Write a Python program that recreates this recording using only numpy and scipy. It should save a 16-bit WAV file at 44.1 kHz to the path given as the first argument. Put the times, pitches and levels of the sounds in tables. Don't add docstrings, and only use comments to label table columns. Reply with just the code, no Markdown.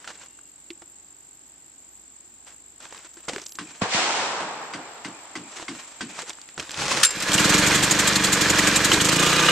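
import sys
import numpy as np
from scipy import signal
from scipy.fft import rfft, irfft, next_fast_len
from scipy.io import wavfile
from scipy.ndimage import uniform_filter1d, map_coordinates

SR = 44100
rng = np.random.default_rng(int(sys.argv[2]) if len(sys.argv) > 2 else 0)


def to_wav(s):
    ch = np.atleast_2d(s).T
    pcm = np.round(np.clip(ch, -1, 1) * 32767)
    wavfile.write(sys.argv[1], SR, pcm.astype(np.int16))


N = 419391
T = np.arange(N) / SR

# f/Hz, likeness
NEAR_LIKENESS = [(60, 1), (120, 1.0), (240, 0.99), (470, 0.97), (940, 0.93), (1880, 0.94), (3730, 0.5),
                 (7430, 0.61), (14800, 0.045)]
# f/Hz, likeness
FAR_LIKENESS = [(60, 0.99), (180, 1), (540, 0.95), (1630, 0.42), (4920, -0.24), (14800, -0.29)]
# f/Hz, likeness
OPEN_LIKENESS = [(60, 0.45), (180, 0.93), (540, 0.55), (1630, 0.23), (4920, 0.068), (14800, -1.1)]

# f/Hz, level/dB
AIR_COLOUR = [(41, -28), (70, -7.5), (172, -7.5), (237, -6), (297, 0.5), (401, -8), (483, -11), (717, -9.5),
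              (802, -6.5), (968, -10.5), (6200, -15), (8060, -47), (13600, -120)]
AIR_DB = -59
# t/s, f/Hz, level/dB
LOW_HUM = [(0, 57.7, -74), (3.8, 57, -71), (6.7, 56.8, -72)]
# from t/s, to t/s
WHINE_SPANS = [(0, 3.8), (4.5, 6.7)]
WHINE_HZ, WHINE_WAVER_HZ = 11965, 70

# t/s, level/dB
CRICKET_LEVEL = [(0, -49), (2.5, -49), (3.8, -47), (4.2, -50), (5.5, -46.5), (7.05, -47.5), (7.1, -70)]
# f/Hz, level/dB
INSECT_BLUR = [(3000, -54), (5800, -39), (6800, -16.5), (7500, -7.0), (8200, -16.5), (8900, -27.5),
               (9400, -40), (12000, -36.5), (13000, -79)]

# t/s, push level/dB, body level/dB, hiss level/dB, swell over 60 dB/s, t60/s
BANG_BURSTS = [(3.8192, -14, -21.5, -27, 0.02, 0.35), (3.946, -23, -27.5, -21, 0.2353, 0.91)]
# f/Hz, level/dB
BANG_BODY = [(47, -54), (80, -25), (311, -8), (500, -5), (700, -1.5), (900, 0.5), (1230, -3.5),
             (1570, -6.5), (4000, -23), (5200, -24), (8800, -120)]
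# f/Hz, level/dB
BANG_HISS = [(710, -39), (1200, -4), (1820, 0), (2500, 1.5), (7880, -5.5), (8810, -14.5), (11000, -88),
             (14300, -122), (22000, -120)]
# level/dB, t60/s, late level/dB, late t60/s
LONG_ECHO = [(-27.5, 2.7, -42, 7.7), (-27.5, 1.22, -46, 14)]
ROLL_S, ROLL_HOLD_S = 3.974, 0.24

# t/s, level/dB, boom level/dB, struck note f/Hz
HAMMER_BLOWS = [(3.281, -32.5, -0.5, 910), (3.587, -26.5, -1, 1140), (4.402, -30, 0, 1520),
                (4.736, -26, -0.5, 2090), (5.047, -26, -1, 2100), (5.354, -26, 1, 2034),
                (5.682, -25, -2.5, 2140), (6.008, -23, -0.5, 1540)]
# f/Hz, level/dB, t60/s before it is shortened
PLANK_MODES = [(1068, -5, 0.21), (760, -10, .1), (1300, -8, .1), (1540, -1, 0.17), (2000, -0.5, 0.077),
               (2430, -17, 0.33), (3250, -9, 0.16), (4700, -3.5, 0.17), (5070, -11, 0.091)]
# f/Hz, level/dB
BOOM = [(40, -40), (100, -12), (200, -0.5), (310, 4.5), (420, -10), (700, -44), (1500, -70)]
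CRACK = [(300, -22), (600, -7.5), (1200, 3.0), (2500, 2.0), (6000, -4.5), (9000, -6.5), (10000, -56)]
WASH = [(2000, -40), (2300, 0), (2500, 0), (2800, -40)]
WASH_DB = -25
STRUCK_DB, STRUCK_T60_S = -1, 0.06

# peak t/s, level/dB, rise over 20 dB/s,
# fall over 20 dB/s
SCUFF_BURSTS = [(0.02, -50, 0.12, 0.089), (0.085, -43, 0.052, 0.11), (0.22, -52, .15, 0.18),
                (2.472, -46.5, .015, 0.1), (2.81, -45.5, 0.017, 0.28), (2.932, -50.5, .02, 0.23),
                (3.06, -56, 0.038, 0.056), (3.24, -52.5, 0.095, 0.16), (3.285, -27.5, .003, 0.037),
                (3.333, -41, 0.03, 0.11), (3.385, -41.5, 0.0055, .06), (3.62, -45, 0.072, 0.058),
                (3.702, -47, .08, 0.41), (5.575, -40.5, 0.13, 0.16), (5.624, -43.5, 0.046, 0.036),
                (5.79, -44.5, 0.13, 0.26), (6.19, -36, 0.17, .05), (6.222, -35.5, 0.02, 0.025),
                (6.304, -33, 0.068, 0.019), (6.34, -56, .03, 0.4), (6.488, -53, .01, 0.063)]
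# f/Hz, level/dB
GRAVEL_COLOUR = [(88, -34), (150, -8.5), (825, -2), (1600, -2), (3710, -5), (5160, -7.5), (7870, -4),
                 (9280, -20), (12000, -25), (15600, -62), (22000, -120)]
# t/s, level/dB, f/Hz, hollow knock level/dB, t60/s
STONE_CLICKS = [(0.044, -31, 1500, -27, 0.043), (0.075, -25.5, 1460, -32, 0.065),
                (0.103, -30, 1340, -17, 0.067), (0.215, -38.5, 1000, -14, 0.076),
                (0.389, -36.5, 1260, -22, 0.013), (0.704, -27.5, 2570, 0, 0.032),
                (0.82, -33.5, 880, -7, 0.037), (2.805, -38, 1480, -26, .04), (2.829, -35, 1390, -22, .025),
                (2.854, -25.5, 1050, -29, 0.013), (2.909, -38, 2510, -15.5, .02),
                (2.925, -26, 900, -33, 0.017), (2.947, -33, 1150, -26, .015),
                (2.977, -29, 2000, -32, 0.014), (3.047, -34, 900, -14, 0.013),
                (3.141, -33, 6300, -25, 0.009), (3.169, -38, 1540, -0.5, 0.063),
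                (3.283, -22, 800, -20, 0.021), (3.295, -21.5, 700, -20, 0.025),
                (3.334, -21, 1620, -15, .015), (3.362, -17, 1600, -21, 0.012),
                (3.382, -22.5, 1100, -30, 0.014), (3.398, -28, 2000, -16, .012),
                (3.417, -28.5, 6150, -16, 0.027), (3.439, -33, 5630, -21, .015),
                (3.462, -23, 6640, -43, 0.0087), (3.465, -23, 6640, -40, 0.018),
                (3.484, -33, 5500, -25, .012), (3.493, -32, 6390, -28, .018),
                (3.522, -25.5, 5000, -40, 0.011), (3.554, -26.5, 6130, -21, .022),
                (5.598, -28, 910, -8, 0.017), (5.626, -21.5, 800, -14, 0.015),
                (5.751, -27, 1030, -18, 0.011), (6.19, -21, 1590, -35, .03), (6.219, -26, 2930, -17, .02),
                (6.2952, -19, 6700, -21, 0.014), (6.3061, -21, 2600, -28, 0.0083),
                (6.386, -34.5, 1200, -25, .012), (6.303, -29, 2590, -31, .017),
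                (6.332, -31, 3740, -21, .019), (6.4155, -27, 5000, -22, 0.013),
                (6.489, -29, 1920, -29, .016), (6.578, -22, 1220, -13, 0.048),
                (6.5977, -15, 2430, -28, 0.012), (6.6016, -20, 2430, -30, .02),
                (6.6267, -24.5, 1630, -13, 0.014), (6.694, -19.5, 1760, -27, 0.013),
                (6.7081, -17, 3140, -32, .01), (6.715, -22.5, 6500, -31, .02),
                (6.743, -22, 2490, -25, .029)]
# click f/Hz, fizz level/dB
CLICK_FIZZ = [(800, -37), (2500, -21), (5000, -13), (6700, -17)]
# t/s, level/dB, f/Hz, t60/s
DULL_KNOCKS = [(3.281, -28, 470, 0.044), (3.294, -28, 510, .035), (3.333, -34, 258, .06),
               (3.306, -33, 750, .03), (3.318, -32, 520, .04), (3.334, -31, 900, .03),
               (3.348, -32, 500, .04), (3.363, -25, 402, 0.052), (3.382, -32, 560, .03),
               (3.418, -44, 400, 0.039), (6.232, -32.5, 480, .04), (6.575, -38, 160, 0.047),
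               (6.779, -35, 148, 0.046), (8.928, -14.5, 325, 0.12)]
# peak t/s, level/dB, rise over 20 dB/s, fall over 20 dB/s
GRIT_SPRAY = (3.52, -52, .1, .08)
# f/Hz, level/dB
TREBLE_LOSS = [(10000, 0), (12500, -5), (14000, -20), (16000, -45)]
# f/Hz, level/dB
CRUNCH = [(200, -30), (450, 3.5), (800, -5.5), (7000, 2), (9000, -2.0), (10000, -55)]
FIZZ_COLOUR = [(6000, -31), (8500, -21), (13000, 1), (15000, -31)]
GRIT_COLOUR = [(8000, -38), (10500, 5), (13000, 3), (15300, -12)]
CLICK_LEFT_DB, SNAP = -2.5, 1.86

# t/s, whirr level/dB, chug level above it/dB
CORD_PULL = [(6.55, -61, -22), (6.575, -61, -1), (6.594, -35.5, -1.5), (6.662, -46.5, -14),
             (6.758, -37, -15), (6.8, -28.5, -9), (6.826, -26.5, -9), (6.86, -30.5, -5), (6.92, -24.5, -13),
             (6.945, -26, -11), (6.98, -26.5, -8.5), (7.03, -28.5, -12.5), (7.1, -47, -20)]
# f/Hz, level/dB
WHIRR_COLOUR = [(180, -36), (300, -17), (535, -7), (762, -7), (1070, -3), (2130, -4.5), (7360, -8),
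                (11700, -26.5), (12900, -37), (14000, -101)]
# f/Hz, width/Hz, level/dB
HOUSING_MODES = [(546, 27, -1), (848, 45, 7), (1100, 43, -12), (2540, 25, 9)]
# t/s, level/dB, f/Hz, swell/s
RATCHET_CATCHES = [(6.787, -36, 1510, .004), (6.812, -22.5, 850, 0.0087), (6.878, -21, 520, 0.0083),
                   (6.91, -19, 1110, 0.0072), (6.972, -25, 1540, 0.0055)]
# f/Hz, level/dB, t60/s
PAWL_MODES = [(2745, -26, .9), (5030, -26, .8), (5085, -25, .8), (7354, -6, .17), (7444, -4, .19),
              (7501, -6, .17), (9135, -6, .07), (10630, -28, .08), (12180, -28, .06)]
# t/s, level/dB, ring level/dB, ring
# tilt/dB per octave
METAL_BLOWS = [(7.031, -3, -12, -2), (7.034, -0.5, -21, 2), (7.0491, -9, 8, 4), (7.1066, -18.5, 3.5, -24),
               (7.178, -27, 0, -19), (7.203, -16.5, -14, -9), (7.224, -12, -15, -10), (7.3182, -11, -12, 0),
               (7.3324, -9.5, -13, 0), (7.379, -10.5, -12, 5), (8.9155, -10, -16, 0)]
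TILT_MOST_DB = 11
# f/Hz, level/dB
CHUG = [(40, -14), (115, 2.5), (300, 2), (600, 0), (1500, -62)]
CRASH = [(600, -32), (1400, 0.5), (2900, -2.5), (4000, 1.0), (8500, -3.0), (10500, -12.5), (14000, -18)]

# t/s, exhaust strokes per second
STROKE_RATE = [(7.15, 14.55), (7.35, 17.96), (7.55, 22.81), (7.8, 25.19), (8.1, 24.1), (8.5, 22.88),
               (8.85, 23.13), (9.0, 25.44), (9.2, 29.1), (9.33, 30.5), (9.51, 31.05)]
# t/s, rattle level/dB, thump level/dB, chuff level/dB
ENGINE_LEVELS = [(7.06, -39.5, -46, -28), (7.27, -28.5, -40, -28), (7.34, -23, -27.5, -11.5),
                 (7.5, -21, -25.5, -10), (8.2, -23.5, -28, -9), (9.05, -22, -26, -8.5),
                 (9.2, -21, -26, -12.5), (9.51, -19.5, -28, -19.5)]
# from t/s, to t/s
CHOKED_SPAN = (7.6, 9.02)
THUMP_LOST = 0.22
MISS_DB, MISS_LATE_S = -16, 0.012
CHOKE_TIMES = (8.98, 9.18, 9.33, 9.42)
# f/Hz, level/dB
MUFFLER_CHOKED = [(23, -34), (50, -11), (90, -6.5), (120, -2), (148, 0), (165, -6.5), (186, 5), (225, -1),
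                  (258, -20), (300, 5.5), (335, -2.5), (375, -17), (420, -6), (520, -14)]
# f/Hz, level/dB
MUFFLER_REVVING = [(23, -36), (60, -14), (90, -9), (118, -6), (148, 0.5), (178, 3), (207, -3), (238, -16),
                   (265, -6), (292, 3), (322, -3), (350, 3), (385, -12), (440, -10), (472, 0), (530, -12)]
# f/Hz, level/dB
MUFFLER_AT_SPEED = [(23, -32), (60, -18), (95, -15), (122, -7), (150, 5), (182, 0), (212, -1), (242, -30),
                    (275, -1), (300, 0.5), (350, 4), (390, -25), (450, -16), (487, 6.5), (530, -16)]
REV_DB = 1
# f/Hz, width/Hz
CHAMBERS = [(120, 40), (186, 30), (300, 30)]
# f/Hz, level/dB
RATTLE_COLOUR = [(250, -23), (420, -2.5), (520, 0), (775, -7), (1010, -1), (1640, -1), (5300, -8),
                 (7400, -7.5), (9100, -15), (10200, -25.5), (12000, -19), (13300, -40), (15000, -89)]
HISS_LOST = 0.19
# f/Hz, width/Hz, level/dB
PANELS_CHOKED = [(1680, 220, 5), (2426, 45, 7.5), (3300, 30, 5.5), (4160, 280, 0)]
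# f/Hz, width/Hz, level/dB
PANELS_AT_SPEED = [(1200, 41, 1.5), (1630, 150, -3.5), (2465, 42, 1), (2880, 43, 1.5), (3240, 69, -5),
                   (3520, 55, -5), (3940, 100, -4.5)]
# f/Hz, level/dB
CHUFF_COLOUR = [(400, -58), (800, -11), (1500, -1.5), (2200, -0.5), (3000, 0), (4200, 0.5), (5600, -3),
                (7200, 5), (8600, -1), (10000, -14.5), (12000, -7.5), (15000, -37)]
CHUFF_SCATTER_DB = 1.4
SWELL_S, SWELL_SCATTER = 0.011, 0.3
# t/s, level/dB, f/Hz, swell/s
PANEL_RINGS = [(7.316, -17, 3100, 0.0018), (7.338, -17, 7320, 0.0052), (7.38, -13.5, 2780, 0.0033),
               (7.54, -23, 4000, .005), (7.58, -24, 6600, 0.0044), (7.672, -27, 6420, .005),
               (7.832, -17, 7300, 0.0075), (7.908, -14.5, 6900, 0.0064), (8.072, -19.5, 7600, 0.0064),
               (8.154, -18, 4190, 0.0044), (8.243, -18, 4130, .004), (8.326, -16.5, 7260, 0.0068),
               (8.415, -31, 7400, .005), (8.497, -17.5, 6920, 0.0038), (8.585, -16, 1900, 0.0056),
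               (8.667, -15, 1605, 0.0075), (8.758, -14.5, 7600, 0.0037), (8.845, -19, 6460, 0.0038),
               (8.917, -9.5, 3060, 0.0028), (8.93, -15, 1800, 0.0013), (8.935, -17, 3990, 0.0044),
               (9.0, -17.5, 3200, .005), (9.088, -19, 4550, 0.0036), (9.195, -21, 6580, .005),
               (9.228, -21, 3300, .004), (9.262, -19, 3310, .005), (9.393, -23, 6460, .006),
               (9.428, -23.5, 1510, .008), (9.445, -23, 2690, 0.0055)]
# f/Hz, level/dB
RUMBLE = [(30, -27), (60, -5), (150, -2.5), (190, -5), (260, 5.0), (310, 7.0), (500, -5.5),
          (900, -43), (2000, -80)]
KNOCKS = [(600, -36), (1200, 0.0), (6000, -1.5), (9500, -40)]
CLATTER_PER_S, CLATTER_DB, CLATTER_HZ = 300, -8.5, 2395
# f/Hz, left over right level/dB
ENGINE_BALANCE = [(300, 0), (1400, -.5), (2400, -3), (4400, -1), (8000, -2), (14000, 5)]
TOP_HZ = 15300


def amp(db):
    return 10 ** (np.asarray(db) / 20)


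def unit(x):
    return x / np.sqrt(np.mean(x ** 2) + 1e-20)


def along(points, hz):
    f, value = np.transpose(points)
    return np.interp(np.log(hz + 1), np.log(f + 1), value)


def curves(rows):
    s, *columns = np.transpose(rows)
    return [np.interp(T, s, column) for column in columns]


def during(rows):
    return np.clip(np.minimum(T - rows[0][0], rows[-1][0] - T) * 100 + 1, 0, 1)


def wobble(rate):
    return map_coordinates(rng.standard_normal(int(N * rate / SR) + 4), [T * rate])


def filtered(x, response):
    m = next_fast_len(N + SR // 2)
    return irfft(rfft(x, m) * response(np.fft.rfftfreq(m, 1 / SR)), m)[..., :N]


def resonant(modes):
    def response(f):
        return sum((-1) ** k * amp(db) * 1j * f * w / (c * c - f * f + 1j * f * w)
                   for k, (c, w, db) in enumerate(modes))
    return response


def rush(spectrum, alike, grit_db=0):
    pair = rng.standard_normal((2, N)) * amp(grit_db * wobble(1500))

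    def split(hz):
        angle = np.arccos(np.clip(along(alike, hz), -1, 1)) / 2
        return amp(along(spectrum, hz)) * [np.cos(angle), np.sin(angle)]
    mid, side = filtered(pair, split)
    return unit(np.array([mid + side, mid - side]))


def add(track, s, sound):
    part = track[..., round(s * SR):][..., :sound.shape[-1]]
    part += sound[..., :part.shape[-1]]


def swell_and_fade(t, swell):
    return t / swell * np.exp(1 - t / swell)


def scuff_level(db, s, rise, fall):
    return db - 20 * np.maximum((s - T) / rise, (T - s) / fall)


def ring(modes, t, stretch, flicker_db):
    knots = np.arange(0, t[-1] + 0.02, 0.008)
    out = 0
    for hz, db, t60 in modes:
        flicker = np.interp(t, knots, flicker_db * rng.standard_normal(len(knots)))
        level = amp(db + flicker - 60 * t / (stretch * t60))
        out = out + level * np.sin(2 * np.pi * hz * t + rng.uniform(0, 5.6))
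    return out


def ping(hz, swell, t):
    b, a = signal.iirpeak(hz, 9, SR)
    band = unit(signal.lfilter(b, a, rng.standard_normal((2, len(t)))))
    tone = np.sin(2 * np.pi * hz * t)
    return swell_and_fade(t, swell) * (0.6 * tone + 0.4 * band[0] + 0.25 * band)


def air():
    out = amp(AIR_DB + 0.12 * wobble(0.53)) * rush(AIR_COLOUR, OPEN_LIKENESS)
    hz, db = curves(LOW_HUM)
    hum = np.sin(2 * np.pi * np.cumsum(hz) / SR)
    out = out + during(LOW_HUM) * amp(db + 1.0 + 1.9 * wobble(4.6)) * hum
    pitch = WHINE_HZ + WHINE_WAVER_HZ * wobble(3.4)
    whine = np.sin(2 * np.pi * np.cumsum(pitch) / SR) * amp([[2.5], [-2.5]])
    for start, end in WHINE_SPANS:
        out = out + during([(start,), (end,)]) * amp(-72.5 + 3.4 * wobble(53)) * whine
    return out


def cricket():
    beat = np.cumsum(47.8 + 3 * wobble(20) + 0.6 * wobble(0.7)) / SR
    t = beat % 1 / 48
    size = amp(1.3 * rng.standard_normal(600)[beat.astype(int)])
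    swell = swell_and_fade(t, 0.0025) ** 1.6 * amp(1.6 * wobble(600))
    pitch = 8000 - 1000 * (1 - np.exp(-t / 0.0061))
    chirp = unit(size * swell * np.sin(2 * np.pi * np.cumsum(pitch) / SR))
    blur = amp(2.3 * wobble(150)) * rush(INSECT_BLUR, OPEN_LIKENESS)
    late = np.roll(chirp, 4)
    return amp(curves(CRICKET_LEVEL)[0]) * unit(np.array([chirp, -late]) + blur)


def bang():
    after = np.maximum(T - ROLL_S - ROLL_HOLD_S, 0)
    body_power, hiss_power = [
        (T > ROLL_S) * (amp(db - 60 * after / t60) ** 2 + amp(late_db - 60 * after / late_t60) ** 2)
        for db, t60, late_db, late_t60 in LONG_ECHO]
    out, t = np.zeros((2, N)), np.arange(SR // 8) / SR
    for s, db, body_db, hiss_db, swell, t60 in BANG_BURSTS:
        burst = amp(-60 * np.maximum((s - T) / swell, (T - s) / t60))
        body_power = body_power + (amp(body_db) * burst) ** 2
        hiss_power = hiss_power + (amp(hiss_db) * burst) ** 2
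        snap = amp(-60 * t / 0.046) * np.sin(2 * np.pi * 190 * t + 3 * (1 - np.exp(-t / 0.00056)))
        low = amp(-13.0 - 60 * t / 0.12) * np.sin(2 * np.pi * 105 * t)
        add(out, s, -amp(db) * (snap + low))
    body = np.sqrt(body_power) * amp(0.8 * wobble(30)) * rush(BANG_BODY, FAR_LIKENESS, grit_db=1.4)
    hiss = np.sqrt(hiss_power) * rush(BANG_HISS, FAR_LIKENESS, grit_db=1.2)
    return out + body + hiss


def hammer():
    out, t = np.zeros((2, N)), np.arange(SR // 3) / SR
    boom_noise, crack_noise = rush(BOOM, NEAR_LIKENESS), rush(CRACK, NEAR_LIKENESS)
    wash_noise = rush(WASH, FAR_LIKENESS)
    for s, db, boom_db, hz in HAMMER_BLOWS:
        span = slice(round(s * SR), round(s * SR) + len(t))
        boom = boom_noise[:, span] * amp(boom_db - 60 * t / 0.28) * (1 - np.exp(-t / 0.014))
        crack = amp(-60 * t / 0.16) * (1 - np.exp(-t / 0.0007)) * crack_noise[:, span]
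        plank = ring(PLANK_MODES, t, stretch=0.6, flicker_db=4.0)
        struck = [(hz, STRUCK_DB, STRUCK_T60_S), (hz * 0.94, STRUCK_DB - 4, STRUCK_T60_S)]
        note = ring(struck, t, stretch=1, flicker_db=0.5)
        add(out, s, amp(db - 4.5) * (0.5 * plank + note + 0.87 * crack + boom))
        wash = (t / 0.065 * np.exp(1 - t / 0.057)) ** 2 * wash_noise[:, span]
        add(out, s + 0.05, amp(db + WASH_DB) * wash)
    return filtered(out, lambda hz: amp(2 * along(TREBLE_LOSS, hz)))


def gravel():
    scuffs = sum(amp(scuff_level(db, s, rise, fall)) for s, db, rise, fall in SCUFF_BURSTS)
    out = scuffs * amp(2.7 * wobble(60)) * rush(GRAVEL_COLOUR, NEAR_LIKENESS, grit_db=1.5)
    t = np.arange(SR // 2) / SR
    tube = amp(-61.5 - 60 * t / 6.0) * np.sin(2 * np.pi * 2771 * t) * np.sqrt(1 - 2 * t)
    add(out, 0.1, tube)
    t = np.arange(SR // 8) / SR
    crunch = rush(CRUNCH, NEAR_LIKENESS)[0]
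    fizz = rush(FIZZ_COLOUR, NEAR_LIKENESS)[0]
    sides = amp([[CLICK_LEFT_DB / 2], [-CLICK_LEFT_DB / 2]])
    for s, db, hz, knock_db, t60 in STONE_CLICKS:
        span = slice(round(s * SR), round(s * SR) + len(t))
        b, a = signal.iirpeak(hz, 2.5, SR)
        tone = unit(signal.lfilter(b, a, crunch[span]))
        snap = SNAP * np.sin(2 * np.pi * hz * t) * np.exp(-2 * hz * t)
        rough = tone + 0.35 * crunch[span] + amp(along(CLICK_FIZZ, hz)) * fizz[span]
        tick = snap + rough * amp(-60 * t / t60)
        knock = amp(knock_db + 6.0 - 60 * t / 0.079) * np.sin(2 * np.pi * 340 * t)
        knock = knock * (1 - np.exp(-t / 0.002))
        add(out, s, amp(db - 7.0) * (tick * sides + knock))
    for s, db, hz, t60 in DULL_KNOCKS:
        add(out, s, amp(db - 60 * t / t60) * np.sin(2 * np.pi * hz * t) * (1 - np.exp(-t / 0.001)))
    s, db, rise, fall = GRIT_SPRAY
    spray = amp(scuff_level(db, s, rise, fall) + 3.5 * wobble(90))
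    spray = spray * rush(GRIT_COLOUR, NEAR_LIKENESS, grit_db=6)
    return filtered(out, lambda hz: amp(along(TREBLE_LOSS, hz))) + spray


def starter():
    whirr_db, chug_db = curves(CORD_PULL)
    teeth = 1 + 0.12 * np.cos(2 * np.pi * np.cumsum(110 + 25 * wobble(10)) / SR)
    whirr = rush(WHIRR_COLOUR, NEAR_LIKENESS, grit_db=2.0)
    housing = unit(filtered(whirr, resonant(HOUSING_MODES)))
    whirr = teeth * amp(1.5 * wobble(70)) * unit(whirr + amp(-7.0) * housing)
    chug = amp(chug_db) * rush(CHUG, NEAR_LIKENESS)
    out = during(CORD_PULL) * amp(whirr_db) * (whirr + chug)
    t = np.arange(SR // 3) / SR
    crash_noise = rush(CRASH, NEAR_LIKENESS)
    for s, db, hz, swell in RATCHET_CATCHES:
        b, a = signal.iirpeak(hz, 12, SR)
        scrape = whirr[:, round(s * SR):][:, :len(t)]
        rasp = 0.69 * unit(signal.lfilter(b, a, scrape)) + 0.62 * scrape
        add(out, s, amp(db - 7.5) * swell_and_fade(t, swell) * rasp)
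    for s, db, ring_db, tilt_db in METAL_BLOWS:
        modes = [(hz, level + min(tilt_db * np.log2(hz / PAWL_MODES[4][0]), TILT_MOST_DB), t60)
                 for hz, level, t60 in PAWL_MODES]
        crash = amp(-60 * t / 0.07) * crash_noise[:, round(s * SR):][:, :len(t)]
        clang = amp(ring_db) * ring(modes, t, stretch=1, flicker_db=5) * np.sqrt(1 - 3 * t)
        add(out, s, amp(db - 9.5) * (crash + clang))
    return out


def clatter():
    when, pitch, size, side = rng.uniform(0, 1, (900, 4)).T
    start = ENGINE_LEVELS[0][0] + np.cumsum(-np.log(when)) / CLATTER_PER_S
    pitches = CLATTER_HZ * 2 ** (3 * pitch - 1.5)
    t, out = np.arange(SR // 100) / SR, np.zeros((2, N))
    for s, hz, loud, pan in zip(start, pitches, size, side):
        tick = amp(12 * loud - 60 * t / 0.008) * np.sin(2 * np.pi * hz * t)
        add(out, s, tick * amp([[6 * pan - 3], [3 - 6 * pan]]))
    return unit(out) * np.sqrt(np.mean(during(ENGINE_LEVELS)))


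def engine_thump(speed, strokes, missed, opened, thump_db):
    stroke = (strokes + 0.3).astype(int)
    fired = 1 - THUMP_LOST * missed
    push = uniform_filter1d(fired * amp(0.8 * rng.standard_normal(80)[stroke]), size=300)
    sway = 0.002 * wobble(20)
    settled = np.interp(T, CHOKE_TIMES, [0, 0, 0, 1])

    def colour(hz):
        choked = (1 - opened) * along(MUFFLER_CHOKED, hz)
        revving = (opened - settled) * (along(MUFFLER_REVVING, hz) + REV_DB)
        return choked + revving + settled * along(MUFFLER_AT_SPEED, hz)

    def lag(hz):
        return sum(np.arctan2(hz * w, c * c - hz * hz) for c, w in CHAMBERS)

    tones = 0
    for k in range(1, 23):
        level = amp(colour(k * speed) + 1.5 * wobble(6))
        phase = 2 * np.pi * k * (strokes - 0.16 + sway) - lag(k * speed)
        drift = 3 / k + (0.25 + 1.5 / k) * wobble(4)
        tones = tones + level * np.cos(phase + drift)
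    running = T >= STROKE_RATE[0][0]
    tones = tones * running
    pops = unit(push * tones) * np.sqrt(np.mean(running))
    return amp(thump_db) * (pops + 0.4 * rush(RUMBLE, NEAR_LIKENESS))


def engine_rattle(strokes, opened, rattle_db):
    knocks = amp(3.9 * wobble(250)) * rush(KNOCKS, NEAR_LIKENESS)
    choked_buzz = 0.5 * unit(filtered(knocks, resonant(PANELS_CHOKED)))
    open_buzz = amp(-4.5) * unit(filtered(knocks, resonant(PANELS_AT_SPEED)))
    panels = (1 - opened) * choked_buzz + opened * open_buzz
    shake = 1 + 0.097 * np.cos(2 * np.pi * (strokes - 0.05))
    hiss = (1 - HISS_LOST * opened) * rush(RATTLE_COLOUR, NEAR_LIKENESS, grit_db=1.5)
    parts = hiss + panels + amp(CLATTER_DB) * clatter()
    return amp(rattle_db + 1.06 * wobble(25)) * shake * parts


def engine():
    speed = curves(STROKE_RATE)[0]
    strokes = np.cumsum(speed * (T >= STROKE_RATE[0][0])) / SR + 0.92
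    every_second = (strokes + 0.3).astype(int) % 2 == 0
    missed = (T > CHOKED_SPAN[0]) & (T < CHOKED_SPAN[1]) & every_second
    opened = np.interp(T, CHOKE_TIMES, [0, 1, 1, 1])
    rattle_db, thump_db, chuff_db = curves(ENGINE_LEVELS)
    thump = engine_thump(speed, strokes, missed, opened, thump_db)
    sound = during(ENGINE_LEVELS) * (engine_rattle(strokes, opened, rattle_db) + thump)
    gas, t = rush(CHUFF_COLOUR, NEAR_LIKENESS, grit_db=1.5), np.arange(SR // 12) / SR
    starts = np.flatnonzero(np.diff(strokes.astype(int)))
    for i, (size, slow) in zip(starts, rng.uniform(-1, 1, (80, 2))):
        swell = SWELL_S * (1 + SWELL_SCATTER * slow)
        puff = swell_and_fade(t, swell) ** 1.72
        s = i / SR + MISS_LATE_S * missed[i]
        db = chuff_db[i] + MISS_DB * missed[i] + CHUFF_SCATTER_DB * size
        jet = gas[:, round(s * SR):][:, :len(t)]
        add(sound, s + 0.005 - swell, amp(db - 8.5) * puff[:jet.shape[1]] * jet)
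    for s, db, hz, swell in PANEL_RINGS:
        add(sound, s, amp(db) * ping(hz, swell, t))
    return filtered(sound, lambda hz: amp(along(ENGINE_BALANCE, hz) * np.array([[0.5], [-0.5]])))


def scene():
    return air() + cricket() + bang() + hammer() + gravel() + starter() + engine()


def record(dry):
    wet = dry / (1 + np.abs(dry / 1.05) ** 6) ** (1 / 6)
    return filtered(wet, lambda hz: hz < TOP_HZ)


dry = scene()
out = record(dry)
to_wav(out)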